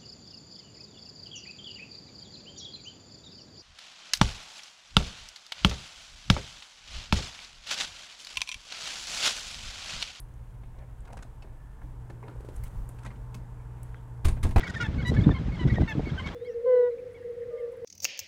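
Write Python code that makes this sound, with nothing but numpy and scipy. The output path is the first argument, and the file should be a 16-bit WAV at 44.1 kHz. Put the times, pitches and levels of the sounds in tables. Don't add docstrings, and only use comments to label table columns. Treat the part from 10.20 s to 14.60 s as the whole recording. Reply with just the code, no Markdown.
import sys
import numpy as np
from scipy import signal
from scipy.fft import rfft, irfft
from scipy.io import wavfile
from scipy.ndimage import uniform_filter1d

SR = 44100
rng = np.random.default_rng(int(sys.argv[2]) if len(sys.argv) > 2 else 0)


def persist_wave(psi):
    counts = np.round(np.clip(psi, -1, 1) * 32767).astype(np.int16)
    wavfile.write(sys.argv[1], SR, np.atleast_2d(counts).T)


N = 193943

# centre_hz, relative_db, wander_width_hz
HUM_LINES = [(59.9, -51, 1.5), (120.57, -45.5, 0.21), (174.5, -65, 7.5), (276.3, -75.5, 18.9),
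             (453.7, -68, 8.9), (906, -70, 23.3), (1033, -74.5, 52)]
# time_s, hum_db, air_db
NEARNESS = [(0, -5.5, -56), (.8, -6, -56.5), (1.4, -10, -54.5), (1.7, -2, -54), (2.3, -0.5, -50.5),
            (3.0, 2, -51), (3.6, 0.5, -51.5), (4.4, 5, -52.5)]
# frequency_hz, density_db
AIR_SPECTRUM = [(60, 2.5), (140, 7), (200, -8), (260, -3.5), (400, -8.5), (700, -11.5), (950, -8.5),
                (1200, -14.5), (1600, -17.5), (2300, -29.5), (4000, -39.5), (6500, -37), (7800, -33.5),
                (9200, -38.5), (14000, -42.5), (15500, -90)]
# frequency_hz, density_db
RUMBLE_SPECTRUM = [(8, -17), (20, 7.5), (35, 10.5), (55, 12.5), (80, -5), (110, 4.5), (150, -14),
                   (220, -16.5), (400, -52.5)]
# centre_s, level_db
HULL_LURCHES = [(.33, -51), (.97, -42.5), (1.66, -39.5), (2.411, -33.5), (2.585, -31.5), (3.03, -42.5)]
# frequency_hz, density_db
CLOTH_SPECTRUM = [(300, -40), (1500, 12), (3200, 5), (5000, -4), (9500, 0.5), (16000, -10.5)]
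# centre_s, level_db, half_length_s
CLOTH_BRUSHES = [(2.36, -66, 0.033), (2.464, -60, 0.02), (2.54, -73, 0.43), (3.17, -69, 0.025),
                 (3.684, -74, 0.09)]
# peak_strain_s, crackle_db, build_up_s
WEIGHT_SHIFTS = [(0.62, -58.5, 0.046), (0.984, -51, 0.16), (1.244, -56.5, 0.012), (1.63, -71, .03),
                 (1.905, -75, 0.018), (2.075, -56, 0.049), (2.285, -76, 0.078), (2.87, -51, 0.022),
                 (3.145, -63, 0.0087)]
# frequency_hz, relative_db
CRACKLE_COLOUR = [(100, -10), (280, -11.5), (450, 2), (750, 3.5), (1300, -5), (2200, -14), (4000, -44),
                  (16000, -36)]
# centre_hz, width_hz, lift_db
RESONANCES = [(232, 100, 9), (390, 21, 10), (553, 90, 4), (794, 28, 3), (903, 35, 0), (1690, 9.1, 5),
              (2140, 44, 6), (2360, 93, 3), (2620, 300, 2), (6750, 69, 3.5), (8750, 260, 0.5),
              (9300, 19, 5)]
# centre_hz, t60_s
CABIN_DECAY = [(100, 1), (400, 0.46), (1500, 0.21), (5000, 0.22), (9000, 0.21), (16000, 0.12)]
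# start_s, level_db, centre_hz, width_octaves, fall_s
SMALL_TICKS = [(0.002, -43, 10500, 0.25, 0.0034), (0.139, -63.5, 7240, 0.4, 0.0024),
               (0.806, -58.5, 7700, 0.2, 0.0021), (2.356, -67, 9400, 0.33, 0.014),
               (2.363, -51, 8850, 0.34, 0.0038), (2.437, -45, 10800, 1.1, 0.007),
               (2.691, -44, 10100, 0.34, 0.0019), (3.145, -57, 9100, 1, 0.009),
               (3.6305, -43.5, 13200, 0.41, 0.00027), (3.6328, -44.5, 9600, 0.33, 0.00074),
               (3.745, -45, 1430, 0.37, 0.0031)]
# joint_db, body_db, crack_db, edge_db
BOARD_SLIPS = [(0.433, -47, 1650, -14, -1, -1, -48), (0.585, -50.5, 1850, -14, -3, -1, -20),
               (0.85, -46.5, 1090, -8, -13, 0, -17.5), (0.874, -45, 1427, -5, -12, -7, -19),
               (0.903, -46, 790, 0, -10, -11, -25), (0.926, -44.5, 696, 1, -4, -3, -13.5),
               (0.938, -49, 803, 8.5, -6, -6, -22), (0.970, -36.5, 975, -14, -9, -7, -17.5),
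               (0.989, -45, 1890, -7, -2, -7, -24), (1.023, -40, 1496, -7.5, -9, -0.5, -13),
               (1.029, -53, 1960, -11, -10, -3, -18), (1.047, -55, 616, 8.5, 6.5, -16, -34),
               (1.222, -44.5, 2615, -3.5, -9, -1, -18.5), (1.222, -57, 4470, 2.5, -3, 0, -20),
               (1.243, -49, 644, 1, 5, -18, -32), (1.273, -55.5, 760, 5, 5, -20, -30),
               (1.616, -41, 1350, -18, -27, -25, -50), (1.899, -41.5, 1760, -7.5, 1, -4, -18.5),
               (2.026, -47.5, 996, 5, -5, -19, -24), (2.035, -48, 2150, 0, 3, -19, -27),
               (2.048, -58, 797, 13, 9, -14, -30), (2.079, -40, 973, -4.5, -7, -3, -33),
               (2.093, -50.5, 1385, 3, 4, -14, -17), (2.109, -46, 900, 0, -6, -11, -32),
               (2.121, -57, 500, 2, 9, -13, -30), (2.435, -48.5, 2110, 0, -19, -5, -25),
               (2.689, -46.5, 1480, -12, 1.5, -4, -13), (2.786, -45, 1600, -20, -17, -2, -17),
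               (2.83, -41.5, 1380, -9, -20, -6, -18.5), (2.847, -39, 1310, -3, -7, -5, -15),
               (2.86, -39, 1930, -1, -11, -1, -14), (2.866, -42.5, 815, 1.5, -5.5, 0, -23),
               (2.872, -50, 2080, -2, -11, 4, -20), (2.904, -47.5, 2100, 1, -16, -8, -23),
               (2.912, -45.5, 1155, 0.5, -8, -8, -29), (2.956, -49.5, 3050, -13, -3, -6, -23),
               (3.143, -40, 2596, -7, -11, 3.5, -10.5)]
# frequency_hz, relative_db
SLIP_TONE = [(60, -31), (180, 14.5), (400, 9), (900, 9), (1800, 1), (3200, -4), (5000, 0.5), (8000, 8.5),
             (12000, -3), (16000, -39)]
# centre_s, level_db, half_length_s, centre_hz, width_octaves
SOFT_HISSES = [(0.618, -66.5, 0.029, 1890, 0.27), (1.505, -71.5, 0.15, 1750, 0.04),
               (2.194, -71, 0.14, 406, 0.25), (3.408, -73, 0.033, 2300, 0.085),
               (3.592, -72.5, 0.095, 2140, 0.38), (3.765, -72.5, 0.043, 3250, 0.15)]
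# start_s, level_db, board_hz
FOOTFALLS = [(1.628, -48.5, 295), (1.901, -50.5, 330), (2.038, -49.5, 424), (2.085, -47, 333),
             (2.869, -46.5, 208), (3.147, -47, 200), (3.17, -46.5, 233)]
# start_s, level_db, pitch_hz, snap_db
BOARD_POPS = [(2.159, -42, 450, -74), (2.2045, -37, 367, -61), (2.246, -37, 413, -58),
              (2.286, -31.5, 385, -55.5)]
# start_s, boom_db, wood_db, clatter_db, rise_s, spot_hz, spot_lift_db
PANEL_KNOCKS = [(4.046, -11.5, -33.5, -31, 0.0078, 370, 13), (4.066, -19.5, -57, -43.5, 0.0047, 350, -2),
                (4.082, -27.5, -35, -37.5, 0.0031, 200, 6), (4.092, -29, -56, -54, 0.003, 310, 16),
                (4.165, -36, -45.5, -73, 0.0028, 1650, 6), (4.228, -17.5, -36, -36, 0.0078, 220, 6),
                (4.245, -20, -27.5, -48.5, 0.0037, 229, 9), (4.267, -22.5, -49, -50, 0.0015, 870, 3),
                (4.288, -23, -55, -52, 0.0029, 410, 7), (4.309, -38, -47, -48.5, 0.001, 390, -20),
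                (4.359, -11.5, -20, -45, 0.0016, 850, 2), (4.374, -50, -27, -43.5, 0.0067, 484, -2)]
# frequency_hz, relative_db, t60_s
PANEL_MODES = [(22.4, -3.5, 0.6), (80.2, 2, 0.16), (112, -27, 0.35), (156, -17, 0.53), (206, -21.5, 0.58),
               (261, -27, 0.46), (382.6, -18, 0.2), (590, -33, 0.15), (740, -27, 0.13), (903, -22, 0.24)]
# frequency_hz, relative_db, t60_s
WALL_MODES = [(316, -17.5, 0.52), (359, -22.5, 0.71), (489, -22, 0.33), (644, -19, 0.38), (867, -14, 0.19),
              (1078, -18, 0.15), (1614, -21, 0.2)]
# frequency_hz, relative_db, t60_s
FITTING_MODES = [(1265, -16, 0.13), (2230, -15, 0.075), (2420, -11, 0.038), (3730, -7, 0.049),
                 (4420, -17, 0.06), (6595, -30, 0.13), (8300, -16, 0.12), (9080, -17, 0.23),
                 (9700, -24, 0.12)]
# frequency_hz, relative_db
KNOCK_COLOUR = [(50, -15), (150, 5), (250, 4), (320, 2.5), (450, -0.5), (720, 3.5), (1200, -5.5),
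                (2200, -11), (3500, -17.5), (6000, -26), (16000, -39)]
# frequency_hz, relative_db
CLATTER_TONE = [(200, -27), (1000, 9.5), (2300, 5.5), (4000, 1.5), (5500, -1.5), (7500, 0), (9000, 1),
                (11000, -5), (13000, -9), (16000, -16)]

SWAY_DB, SWAY_DB_PER_S = -43, -1
LURCH_HALF_S = 0.072
SHUDDER_DB, SHUDDER_FALL_S = -13.5, 0.11
RUSTLE_DB, RUSTLE_DB_PER_S = -72.5, -0.5
REST_CRACKLE_DB, RELAX_S = -73.5, 0.046
TICK_ROOM_DB, TICK_ROOM_DB_PER_DOUBLING = -23.5, 2
EDGE_HZ = 16000
BURST_SAMPLES = 16384
TIME_S = np.arange(N) / SR
AGE_S = np.arange(BURST_SAMPLES) / SR
HZ = np.fft.rfftfreq(BURST_SAMPLES, 1 / SR)
NOISE_HZ = np.fft.rfftfreq(N, 1 / SR)


def amp(db):
    return 10 ** (np.asarray(db) / 20)


def unit(x):
    return x / np.sqrt(np.mean(np.abs(x) ** 2) + 1e-20)


def read(points, hz):
    point_hz, value = np.transpose(points)
    return np.interp(np.log(hz + 1), np.log(point_hz + 1), value)


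def level(rows, axis=1):
    columns = np.transpose(rows)
    return amp(np.interp(TIME_S, columns[0], columns[axis]))


def add(mix, start_s, sound):
    part = mix[max(round(start_s * SR), 0):][:len(sound)]
    part += sound[:len(part)]


def noise(points):
    white = rfft(rng.standard_normal(N))
    return unit(irfft(white * amp(read(points, NOISE_HZ)), N))


def drift(rate_hz):
    white = rfft(rng.standard_normal(N))
    lowpass = np.exp(-(NOISE_HZ / rate_hz) ** 2) * (NOISE_HZ > 0)
    return unit(irfft(white * lowpass, N))


def swell(centre_s, half_s):
    return np.exp(-((TIME_S - centre_s) / half_s) ** 2)


def surge(peak_s, build_s, fall_s):
    return np.exp(-np.maximum((peak_s - TIME_S) / build_s, (TIME_S - peak_s) / fall_s))


def together(gains):
    return np.sqrt(sum(gain ** 2 for gain in gains))


def dying(t60_s):
    return np.exp(-np.log(1000) * AGE_S / t60_s)


def bell(hz, octaves):
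    return unit(np.exp(-np.log2((HZ + 1) / hz) ** 2 / (2 * octaves ** 2)))


def wood_rings():
    return amp(sum(db / (1 + (2 * (HZ - hz) / width_hz) ** 2) for hz, width_hz, db in RESONANCES))


def cabin_tail(gain):
    diffuse = rfft(rng.standard_normal(BURST_SAMPLES)) * gain
    log_centres = np.log([hz for hz, _ in CABIN_DECAY])
    tail = np.zeros(BURST_SAMPLES)
    for row, (_, t60_s) in zip(np.eye(len(CABIN_DECAY)), CABIN_DECAY):
        share = np.interp(np.log(HZ + 1), log_centres, row)
        tail += irfft(diffuse * share) * dying(t60_s)
    return tail


def burst(gain, rise_s, fall_s, room_db, grain_db=2.0, hold_s=0):
    contact, grain = rng.standard_normal((2, BURST_SAMPLES))
    contact = unit(contact * amp(grain_db * unit(uniform_filter1d(grain, size=30))))
    rise_s, fall_s = max(rise_s, 1e-4), max(fall_s, 1e-4)
    fade = np.exp(-np.maximum(AGE_S - rise_s - hold_s, 0) / fall_s)
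    blow = np.minimum(AGE_S / rise_s, 1) * fade
    room = amp(room_db) * cabin_tail(gain) * (1 - np.exp(-AGE_S / (rise_s + fall_s)))
    return irfft(rfft(contact) * gain) * blow + room


def machine(waver=0.11):
    hum = np.zeros(N)
    for hz, db, width_hz in HUM_LINES:
        line_hz = hz + width_hz / 2 * drift(width_hz + 1)
        hum += amp(db) * np.sqrt(2) * np.sin(2 * np.pi * np.cumsum(line_hz) / SR)
    hum *= 1 + waver * drift(12.5)
    return level(NEARNESS) * hum + level(NEARNESS, axis=2) * noise(AIR_SPECTRUM)


def sway(build_s=0.0013):
    steady = amp(SWAY_DB + SWAY_DB_PER_S * TIME_S)
    lurches = [amp(db) * swell(s, LURCH_HALF_S) for s, db in HULL_LURCHES]
    shudders = [amp(boom_db + SHUDDER_DB) * surge(s, build_s, SHUDDER_FALL_S)
                for s, boom_db, *_ in PANEL_KNOCKS]
    return together([steady] + lurches + shudders)


def brushing():
    return together([amp(db) * swell(s, half_s) for s, db, half_s in CLOTH_BRUSHES])


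def rustle():
    return together([amp(RUSTLE_DB + RUSTLE_DB_PER_S * TIME_S), brushing()])


def walker(grain_db=1.5):
    rumble = sway() * noise(RUMBLE_SPECTRUM)
    cloth = rustle() * noise(CLOTH_SPECTRUM) * amp(grain_db * drift(150))
    return rumble + cloth


def strain():
    loads = [amp(db) * surge(s, build_s, RELAX_S) for s, db, build_s in WEIGHT_SHIFTS]
    return together([amp(REST_CRACKLE_DB)] + loads)


def boards(slips_per_s=110, spread_db=8.0, fall_s=0.0024, room_db=-6, variants=5):
    wood = unit(wood_rings() * amp(read(CRACKLE_COLOUR, HZ)))
    out = np.zeros(N)
    for _ in range(variants):
        size = amp(spread_db * np.minimum(rng.exponential(1, N), 3))
        slips = size * (rng.random(N) < slips_per_s / variants / SR)
        out += signal.oaconvolve(slips, burst(wood, 0.001, fall_s, room_db))[:N]
    return strain() * unit(out)


def ticks(rise_s=0.000093):
    out = np.zeros(N)
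    for s, db, hz, octaves, fall_s in SMALL_TICKS:
        room_db = TICK_ROOM_DB + TICK_ROOM_DB_PER_DOUBLING * np.log2(fall_s * 1000)
        add(out, s, amp(db) * burst(bell(hz, octaves), rise_s, fall_s, room_db))
    return out


def joint(hz, spread=0.1545, side_db=-7):
    below, above, turn = rng.random(3)
    side_hz = [hz * np.exp(-spread * (.5 + below)), hz * np.exp(spread * (.5 + above))]
    sides = sum(np.sin(2 * np.pi * (f * AGE_S + turn)) for f in side_hz)
    return np.sin(2 * np.pi * hz * AGE_S) + amp(side_db) * sides


def creaks(rise_s=0.0016, hold_s=0.0058, fall_s=0.0036, room_db=-9.5, joint_t60_s=0.046, wood_db=-5.5,
           grain_db=4.0):
    out = np.zeros(N)
    wood = wood_rings() * amp(read(SLIP_TONE, HZ) + wood_db)
    ring = dying(joint_t60_s) * (1 - np.exp(-AGE_S / rise_s))
    for s, db, hz, joint_db, body_db, crack_db, edge_db in BOARD_SLIPS:
        tone_db = read([(400, body_db), (900, 0), (2200, 0.012), (3800, crack_db), (7500, edge_db)], HZ)
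        add(out, s, burst(wood * amp(db + tone_db), rise_s, fall_s, room_db, grain_db, hold_s))
        add(out, s, amp(db + joint_db) * ring * joint(hz))
    return out


def hisses():
    out = np.zeros(N)
    for s, db, half_s, hz, octaves in SOFT_HISSES:
        kernel = np.fft.fftshift(irfft(bell(hz, octaves)))
        hiss = signal.oaconvolve(rng.standard_normal(N), kernel, "same")
        out += amp(db) * swell(s, half_s) * unit(hiss)
    return out


def steps(rise_s=0.0025, fall_s=0.024, octaves=0.22, room_db=-8):
    out = np.zeros(N)
    for s, db, hz in FOOTFALLS:
        add(out, s, amp(db) * burst(bell(hz, octaves), rise_s, fall_s, room_db))
    return out


def pops(rise_s=0.003, fall_s=0.0014, body_db=-14, body_octaves=0.74, body_fall_s=0.0054,
         snap_fall_s=0.0074, room_db=-9):
    out = np.zeros(N)
    swing = np.minimum(AGE_S / rise_s, 1) * np.exp(-np.maximum(AGE_S - rise_s, 0) / fall_s)
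    snap = unit(amp(read(CLATTER_TONE, HZ)))
    for s, db, hz, snap_db in BOARD_POPS:
        body = amp(body_db) * burst(bell(hz, body_octaves), rise_s, body_fall_s, room_db)
        add(out, s, amp(db) * (swing * np.sin(2 * np.pi * hz * AGE_S) + body))
        add(out, s, amp(snap_db) * burst(snap, rise_s, snap_fall_s, room_db))
    return out


def crinkles(snaps_per_s=130, spread_db=5, relative_db=-3, hz=9000, octaves=0.87, fall_s=0.0005, room_db=-22):
    size = amp(spread_db * np.minimum(rng.exponential(1, N), 3))
    snaps = size * (rng.random(N) < snaps_per_s / SR)
    clicks = signal.oaconvolve(snaps, burst(bell(hz, octaves), 0, fall_s, room_db))[:N]
    return amp(relative_db) * brushing() * unit(clicks)


def ringing(modes, rise_s, detune=0.0181):
    ring = np.zeros(BURST_SAMPLES)
    for hz, db, t60_s in modes:
        mode_hz = hz * (1 + detune * rng.standard_normal())
        ring += amp(db) * dying(t60_s) * np.sin(2 * np.pi * (mode_hz * AGE_S + rng.random()))
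    return ring * np.minimum(AGE_S / max(rise_s, 1e-4), 1)


def knocks(wood_fall_s=0.016, wood_room_db=-16, clatter_fall_s=0.0076, clatter_room_db=-9, push_share=0.84,
           spot_octaves=0.73):
    out = np.zeros(N)
    boom = sum(amp(db) * dying(t60_s) * np.sin(2 * np.pi * hz * AGE_S) for hz, db, t60_s in PANEL_MODES)
    wood = unit(wood_rings() * amp(read(KNOCK_COLOUR, HZ)))
    clatter = unit(wood_rings() * amp(read(CLATTER_TONE, HZ)))
    for s, boom_db, wood_db, clatter_db, rise_s, spot_hz, spot_db in PANEL_KNOCKS:
        rattle = burst(clatter, rise_s, clatter_fall_s, clatter_room_db) + ringing(FITTING_MODES, rise_s)
        add(out, s, amp(clatter_db) * rattle)
        spot = bell(spot_hz, spot_octaves)
        struck = unit(wood * amp(spot_db * spot / spot.max()))
        knock = burst(struck, rise_s, wood_fall_s, wood_room_db, grain_db=1.5)
        add(out, s + rise_s / 2, amp(wood_db) * (knock + ringing(WALL_MODES, rise_s)))
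        push = np.hanning(max(round(push_share * rise_s * SR), 3))
        pushed = signal.oaconvolve(boom, push / push.sum())
        add(out, s + rise_s - len(push) / SR / 2, amp(boom_db) * pushed)
    return out


def scene():
    background = machine() + walker() + boards()
    contacts = ticks() + creaks() + hisses() + steps() + pops() + crinkles() + knocks()
    return (background + contacts)[None]


def record(dry):
    sound = signal.sosfilt(signal.butter(1, 6, "highpass", fs=SR, output="sos"), dry)
    lowpass = signal.firwin(511, EDGE_HZ, window=("kaiser", 9), fs=SR)
    return signal.oaconvolve(sound, lowpass[None], "same")


dry = scene()
out = record(dry)
persist_wave(out)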